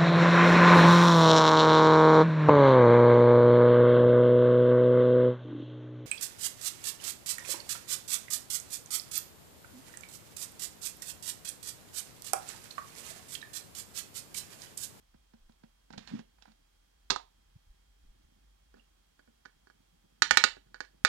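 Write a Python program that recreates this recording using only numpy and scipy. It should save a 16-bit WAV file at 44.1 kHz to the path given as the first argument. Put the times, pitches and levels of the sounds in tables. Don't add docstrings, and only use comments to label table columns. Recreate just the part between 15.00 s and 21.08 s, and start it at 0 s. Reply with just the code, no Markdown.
import sys
import numpy as np
from scipy import signal
from scipy.fft import rfft, irfft
from scipy.io import wavfile
from scipy.ndimage import uniform_filter1d

SR = 44100
rng = np.random.default_rng(int(sys.argv[2]) if len(sys.argv) > 2 else 0)


def level_to_linear(level):
    exponent = np.asarray(level, float) / 20
    return 10 ** exponent


def waveform_to_disk(signal):
    frames = np.transpose(np.atleast_2d(signal))
    scaled = np.clip(frames, -1, 1) * 32767
    samples = np.round(scaled).astype(np.int16)
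    wavfile.write(sys.argv[1], SR, samples)


N = 268128


def level(x, db):
    return x * level_to_linear(db) / np.sqrt(np.mean(x ** 2))


def colour(x, spectrum):
    hz, db = np.transpose(spectrum)
    f = np.arange(len(x) // 2 + 1) * SR / len(x)
    gain = level_to_linear(np.interp(np.log(f + 1), np.log(hz), db))
    return irfft(rfft(x) * gain, len(x))


def band(x, hz, width_hz):
    return signal.lfilter(*signal.iirpeak(hz, hz / width_hz, fs=SR), x)


def wander(size):
    smooth = uniform_filter1d(rng.standard_normal(N), size)
    return level(uniform_filter1d(smooth, size), 0)


def even(burst):
    spectrum = rfft(burst, 2 * len(burst))
    return irfft(spectrum / np.abs(spectrum))[:len(burst)]


def add(out, s, sound):
    i = int(round(s * SR))
    out[i:i + len(sound)] += sound[:N - i]


# start_s, level_db
RUMBLE_LEVEL = [(0, -68), (0.83, -71), (1.07, -68.5), (1.7, -70.5), (2.2, -67), (3.71, -68), (4.2, -74),
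                (5.3, -72.5), (5.42, -68), (6.08, -71.5)]
# centre_s, level_db, half_length_s
SQUEEZES = [
    (1.09, -69, 0.08),
    (3.2, -76, 0.2),
    (4.0, -84, 0.15),
    (5.0, -77.5, 0.2),
    (5.34, -56, 0.08),
    (5.69, -69.5, 0.06),
    (5.98, -78, 0.06),
]
# centre_s, level_db, pitch_hz
THUMPS = [
    (0.429, -57, 21.7),
    (0.471, -58, 20.9),
    (2.563, -44, 116.6),
    (2.674, -59.5, 65),
    (2.706, -47, 40),
    (3.069, -50.5, 22.1),
    (3.091, -48.5, 24.4),
    (3.25, -54.5, 45),
    (4.806, -56, 231),
]


def handling():
    t = np.arange(N) / SR
    motor_hz = 44.5 + 5 * wander(size=2000)
    drone = np.sqrt(2) * np.sin(2 * np.pi * np.cumsum(motor_hz) / SR)
    drone += level(band(band(rng.standard_normal(N), 54.0, 30.0), 54.0, 30.0), -5.5)

    creep = level(band(band(rng.standard_normal(N), 170.0, 250.0), 170.0, 250.0), -1.7)
    creep *= level_to_linear(3.7 * wander(size=600))
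    grip = level_to_linear(-80.5)
    for s, db, half_s in SQUEEZES:
        grip = grip + level_to_linear(db) * np.exp(-((t - s) / half_s) ** 2)

    out = drone * level_to_linear(np.interp(t, *np.transpose(RUMBLE_LEVEL))) + creep * grip
    for s, db, hz in THUMPS:
        turn = hz * (t - s)
        out = out + level_to_linear(db) * np.cos(2 * np.pi * turn + 0.18) * np.exp(-3.0 * turn ** 2)
    return out


# frequency_hz, density_db_per_hz
AIR_SPECTRUM = [(60, -30), (150, -8.5), (350, -2), (800, -2.5), (1400, -4.5), (3000, -7.5), (5000, -8.5),
                (9000, -18), (12000, -39)]


def room_air():
    return level(colour(rng.standard_normal(N), AIR_SPECTRUM), -73.5)


# harmonic_multiple, level_db
WHINE_HARMONICS = [(1, -89), (2, -92.5), (4, -81.5)]


def circuit_whine():
    turns = np.cumsum(810 + 5 * wander(size=200)) / SR
    return sum(level_to_linear(db) * np.sqrt(2) * np.sin(2 * np.pi * k * turns) for k, db in WHINE_HARMONICS)


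# frequency_hz, density_db_per_hz
HISS_SPECTRUM = [(60, -3.5), (600, -6), (4000, -4.5), (8000, -7.5), (16000, -13.5)]


def port_hiss(db):
    return level(colour(rng.standard_normal(N), HISS_SPECTRUM), db)


def ring(modes, chance=np.zeros((2, 16)), spread_db=0.0):
    hz, db, t60 = np.transpose(modes)[:, :, None]
    t = np.arange(6000) / SR
    gain_chance, pitch_chance = chance[:, :len(modes), None]
    gains = level_to_linear(db + spread_db * gain_chance)
    sines = np.sin(2 * np.pi * hz * (1 + 0.0033 * pitch_chance) * t)
    total = -np.sum(gains * sines * 1000.0 ** (-t / t60), axis=0)
    edges_hz = [0.81 * hz.min(), 3.1 * hz.max()]
    return signal.sosfilt(signal.butter(2, edges_hz, "band", fs=SR, output="sos"), total)


def crack(spectrum, noise, t60):
    t = np.arange(len(noise)) / SR
    fade = 1000.0 ** (-t / t60)
    burst = colour(even(noise * fade), spectrum)
    return burst * np.sqrt(fade) * (1 - np.exp(-t / 0.0001))


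def kind(rows, thud_db, crack_db, rattle_ms, extra="thud"):
    events = []
    for s, db, *more in rows:
        more_thud = sum(more) if extra == "thud" else 0
        more_crack = sum(more) if extra == "crack" else 0
        events.append((s, db, thud_db + more_thud, crack_db + more_crack, rattle_ms))
    return events


def blows(events, thud, body, skin, crack_t60, chatter, cap=None):
    out, t_ms = np.zeros(N), 1000 * np.arange(800) / SR
    own = rng.standard_normal(2048)
    grits = rng.standard_normal((len(events), 2848))
    chances = rng.standard_normal((len(events), 2, 2, 16))
    for event, grit, (thud_chance, ring_chance) in zip(events, grits, chances):
        s, db, thud_db, crack_db, rattle_ms = event
        age = t_ms / max(rattle_ms, 0.1)
        push = chatter * grit[:800] ** 3 * age * np.exp(1 - age)
        push[0] = 1
        contact_hz = min(7000 + 30000 * level_to_linear(db), 19000)
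        push = signal.lfilter(*signal.butter(2, contact_hz, fs=SR), even(push))

        struck = cap if cap and db < -20 else body
        parts = [(ring(thud, thud_chance, 0.68), thud_db),
                 (ring(struck, ring_chance, 0.72), 0),
                 (crack(skin, own + grit[800:], crack_t60), crack_db)]
        for response, part_db in parts:
            part = signal.fftconvolve(push, response)
            add(out, s, level_to_linear(db + part_db) * part / np.abs(part).max())
    return out


# frequency_hz, level_db, t60_s
DRUM_MODES = [(162, 2, 0.031), (224.6, 13, 0.058), (312, 2.5, 0.029), (420, 1, 0.046), (537, -5.5, 0.13),
              (758, -31, 0.12)]
DOOR_MODES = [(764, -0.5, 0.057), (918, 7, 0.016), (1450, 8.5, 0.0062), (1940, -9, 0.014)]
# frequency_hz, density_db_per_hz
RIM_SPECTRUM = [(500, -14.5), (1200, -14.5), (2200, -11), (3200, -9.5), (4300, -1.5), (5500, -7.5),
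                (7200, -14), (9500, -27.5), (15000, -42)]
# start_s, ring_db
TAPS = [
    (0.141, -60),
    (0.334, -56),
    (0.492, -57),
    (0.634, -53),
]
# start_s, ring_db
TICKS = [
    (0.521, -68),
    (0.9273, -52),
    (0.9787, -45),
    (1.074, -49),
    (1.1895, -63),
    (1.423, -52.5),
    (1.518, -67),
]
# start_s, ring_db, extra_thud_db
PULLS = [(0.904, -45, 0.5), (0.927, -72, 0), (0.935, -42, -10), (0.943, -48, 1), (0.959, -63, 10),
         (0.976, -49, 6.5), (1.012, -63, 2), (1.088, -57, -3), (1.102, -53, -14), (1.112, -55, 9.5),
         (1.148, -50, 11), (1.191, -43.5, -10.5)]
# start_s, ring_db, extra_thud_db
SWINGS = [
    (1.384, -59, -2),
    (1.454, -49, -18),
    (1.476, -55.5, 10),
    (1.485, -67, 16),
]


def door_and_latch():
    events = kind(TAPS, thud_db=2.6, crack_db=-7, rattle_ms=2.4)
    events += kind(TICKS, thud_db=-19, crack_db=8.4, rattle_ms=0.89)
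    events += kind(PULLS, thud_db=0.1, crack_db=-8.5, rattle_ms=1.18)
    events += kind(SWINGS, thud_db=-14, crack_db=-12, rattle_ms=1.9)
    return blows(events, DRUM_MODES, DOOR_MODES, RIM_SPECTRUM, crack_t60=0.013, chatter=0.071)


# start_s, length_s, rub_db, drum_minus_rub_db
RUBS = [
    (0.904, 0.047, -67, 15),
    (0.975, 0.0066, -46, 7.5),
    (1.008, 0.067, -61.5, -3),
    (1.073, 0.033, -53, -2),
    (1.119, 0.082, -57, 15.5),
    (1.415, 0.0089, -64, -12),
    (1.464, 0.019, -69.5, 5),
    (1.484, 0.037, -73.5, 9),
    (3.755, 0.039, -71.5, 13.5),
    (4.278, 0.024, -84.5, 24.5),
]
# frequency_hz, density_db_per_hz
RUB_SPECTRUM = [(300, -16.5), (700, -4.5), (1600, 3), (3000, -0.5), (4400, -2.5), (6500, -9), (9500, -22.5),
                (15000, -33)]


def rubbing():
    t, out = np.arange(N) / SR, 0
    attack_s, release_s = 0.0021, 0.0117
    slips = rng.standard_normal(N) * level_to_linear(4.0 * rng.exponential(size=N).clip(0, 5))
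    skin = level(colour(slips, RUB_SPECTRUM), 0.55)
    drum = level(signal.fftconvolve(slips, ring(DRUM_MODES))[:N], -5.5)
    for s, length_s, db, drum_db in RUBS:
        rise = np.clip((t - s) / attack_s, 0, 1)
        fall = np.exp(-np.clip(t - s - length_s, 0, 1) / release_s)
        out = out + rise * fall * level_to_linear(db) * (skin + level_to_linear(drum_db) * drum)
    return out


# centre_s, level_db, pitch_hz, swell_ms
GROANS = [
    (1.14, -25.5, 230, 2.84),
    (1.195, -35.5, 212, 1.8),
    (3.7984, -53, 2810, 1.3),
    (1.075, -43.5, 4200, 1.1),
]


def groans():
    t, out = np.arange(N) / SR, np.zeros(N)
    for s, db, hz, swell_ms in GROANS:
        swell = 1 / np.cosh(1000 * (t - s).clip(-0.2, 0.2) / swell_ms)
        out += level_to_linear(db) * np.sin(2 * np.pi * hz * (t - s)) * swell
    return out


# frequency_hz, level_db, t60_s
CABINET_MODES = [(122.8, -10.5, 0.03), (189, -18, 0.027), (290, -9, .08), (412.4, 4, 0.071),
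                 (491, 1.5, .06), (591.5, 3.5, 0.055)]
SHELL_MODES = [(743, -8, 0.15), (927, 5, 0.032), (1028, 8, 0.027), (1200, 6.5, 0.04), (1300, -7, 0.045)]
# start_s, ring_db, extra_crack_db
BANGS = [
    (2.1005, -26.5, 7),
    (2.114, -30, -1),
    (2.127, -39, 3),
]
# start_s, ring_db, extra_crack_db
BOUNCES = [
    (2.105, -32, 20),
    (2.1603, -69, 6),
    (2.1605, -21, -9.5),
    (2.197, -57, -15),
]


def door_stop():
    events = kind(BANGS, thud_db=-3, crack_db=0.1, rattle_ms=3.3, extra="crack")
    events += kind(BOUNCES, thud_db=-17.5, crack_db=0.09, rattle_ms=0.22, extra="crack")
    return blows(events, CABINET_MODES, SHELL_MODES, RIM_SPECTRUM, crack_t60=0.014, chatter=0.13)


# frequency_hz, level_db, t60_s
KNOB_MODES = [(626, -4.5, .03), (922, -1.5, 0.039), (1180, -18, .025), (1265, -2.5, 0.036), (1460, 3, 0.03),
              (1496, -0.5, 0.02), (1722, 7.5, 0.023), (1874, -12.5, 0.0099), (2210, 0, 0.026)]
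CAP_MODES = [(885, -14, .025), (1224, -6.5, .03), (1481, 2.5, 0.032), (1679, 2.5, 0.026), (2218, -12, 0.03),
             (3110, -8.5, .02), (4330, -12, .015), (4644, -6.5, 0.02), (5540, -12.5, 0.012)]
# frequency_hz, density_db_per_hz
PAWL_SPECTRUM = [(500, -30), (1000, -25), (2000, -0.5), (3000, -7), (4300, 3.5), (5500, -6), (6500, -5.5),
                 (8000, -14.5), (10500, -29.5), (15000, -43)]
# start_s, ring_db, extra_thud_db
TOUCHES = [(3.741, -54, 11.5), (3.77, -60, 10), (4.193, -51, 4), (4.275, -59, 7.5), (4.295, -79, -6),
           (4.453, -44.5, -9), (4.671, -50, 4), (4.7, -48, 0.5), (5.171, -74, 6), (5.568, -47.5, 10.5),
           (5.67, -65, -2)]
# start_s, ring_db
CATCHES = [
    (4.457, -36),
    (5.744, -33.5),
    (5.76, -46),
    (5.805, -23.5),
]
# start_s, ring_db
SNAPS = [
    (5.221, -7),
    (5.309, -7),
    (5.372, -4.5),
    (5.439, -5),
    (6.049, -7),
]
# start_s, ring_db
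BACK_TICKS = [
    (5.849, -54),
]


def ratchet_knob():
    events = kind(TOUCHES, thud_db=-11, crack_db=-19, rattle_ms=1.5)
    events += kind(CATCHES, thud_db=-15, crack_db=-10, rattle_ms=0.72)
    events += kind(SNAPS, thud_db=-23, crack_db=0.16, rattle_ms=0.66)
    events += kind(BACK_TICKS, thud_db=-31, crack_db=2.3, rattle_ms=0.31)
    return blows(sorted(events), CABINET_MODES, KNOB_MODES, PAWL_SPECTRUM,
                 crack_t60=0.014, chatter=0.025, cap=CAP_MODES)


# delay_ms, level_db
ECHOES = [(3.8, -12.5), (6.1, -15), (7.2, -20), (11, -20)]
# frequency_hz, t60_s, level_db
REVERB = [(150, 0.1, -16.5), (600, 0.24, -18.5), (1440, 0.19, -22.5), (2920, 0.24, -15.5),
          (4700, 0.2, -18.5), (9720, 0.21, -20)]


def room(x):
    t = np.arange(SR // 2) / SR
    hz, t60, db = np.transpose(REVERB)
    noise = rfft(rng.standard_normal(len(t)))
    log_hz = np.log(2 * np.arange(len(t) // 2 + 1) + 1)
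    tail = np.zeros(len(t))
    for share, band_t60, band_db in zip(np.eye(len(hz)), t60, db):
        part = irfft(noise * np.interp(log_hz, np.log(hz), share), len(t))
        tail += level_to_linear(band_db) * part * 1000.0 ** (-t / band_t60)
    answer = 0.13 * tail * np.clip(t / 0.0014, 0, 1)
    for ms, echo_db in [(0, 0)] + ECHOES:
        add(answer, ms / 1000, level_to_linear([echo_db]))
    return signal.fftconvolve(x, answer)[:N]


def scene():
    toy = ratchet_knob() + door_and_latch() + door_stop()
    near = room(level_to_linear(5.0) * toy + rubbing() + groans())
    field = near + handling() + room_air()
    return np.array([field, field])


def covered_port(x):
    lag, cutoff_hz = 24, 306
    pole = np.exp(-2 * np.pi * cutoff_hz / SR)
    return signal.lfilter([1 - pole], [1, -pole], np.r_[np.zeros(lag), x[:-lag]])


def roll_off(x):
    return signal.sosfilt(signal.butter(12, 16810, fs=SR, output="sos"), x)


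def record(dry):
    left = covered_port(dry[0]) + circuit_whine()
    ports = np.array([left + port_hiss(-77), dry[1] + port_hiss(-75.5)])
    ports = signal.sosfilt(signal.ellip(10, 0.2, 60, 16000, fs=SR, output="sos"), ports)
    ceiling = 0.98
    mix = ceiling * ports / (ceiling ** 6 + ports ** 6) ** (1 / 6)
    return roll_off(mix)


dry = scene()
out = record(dry)
waveform_to_disk(out)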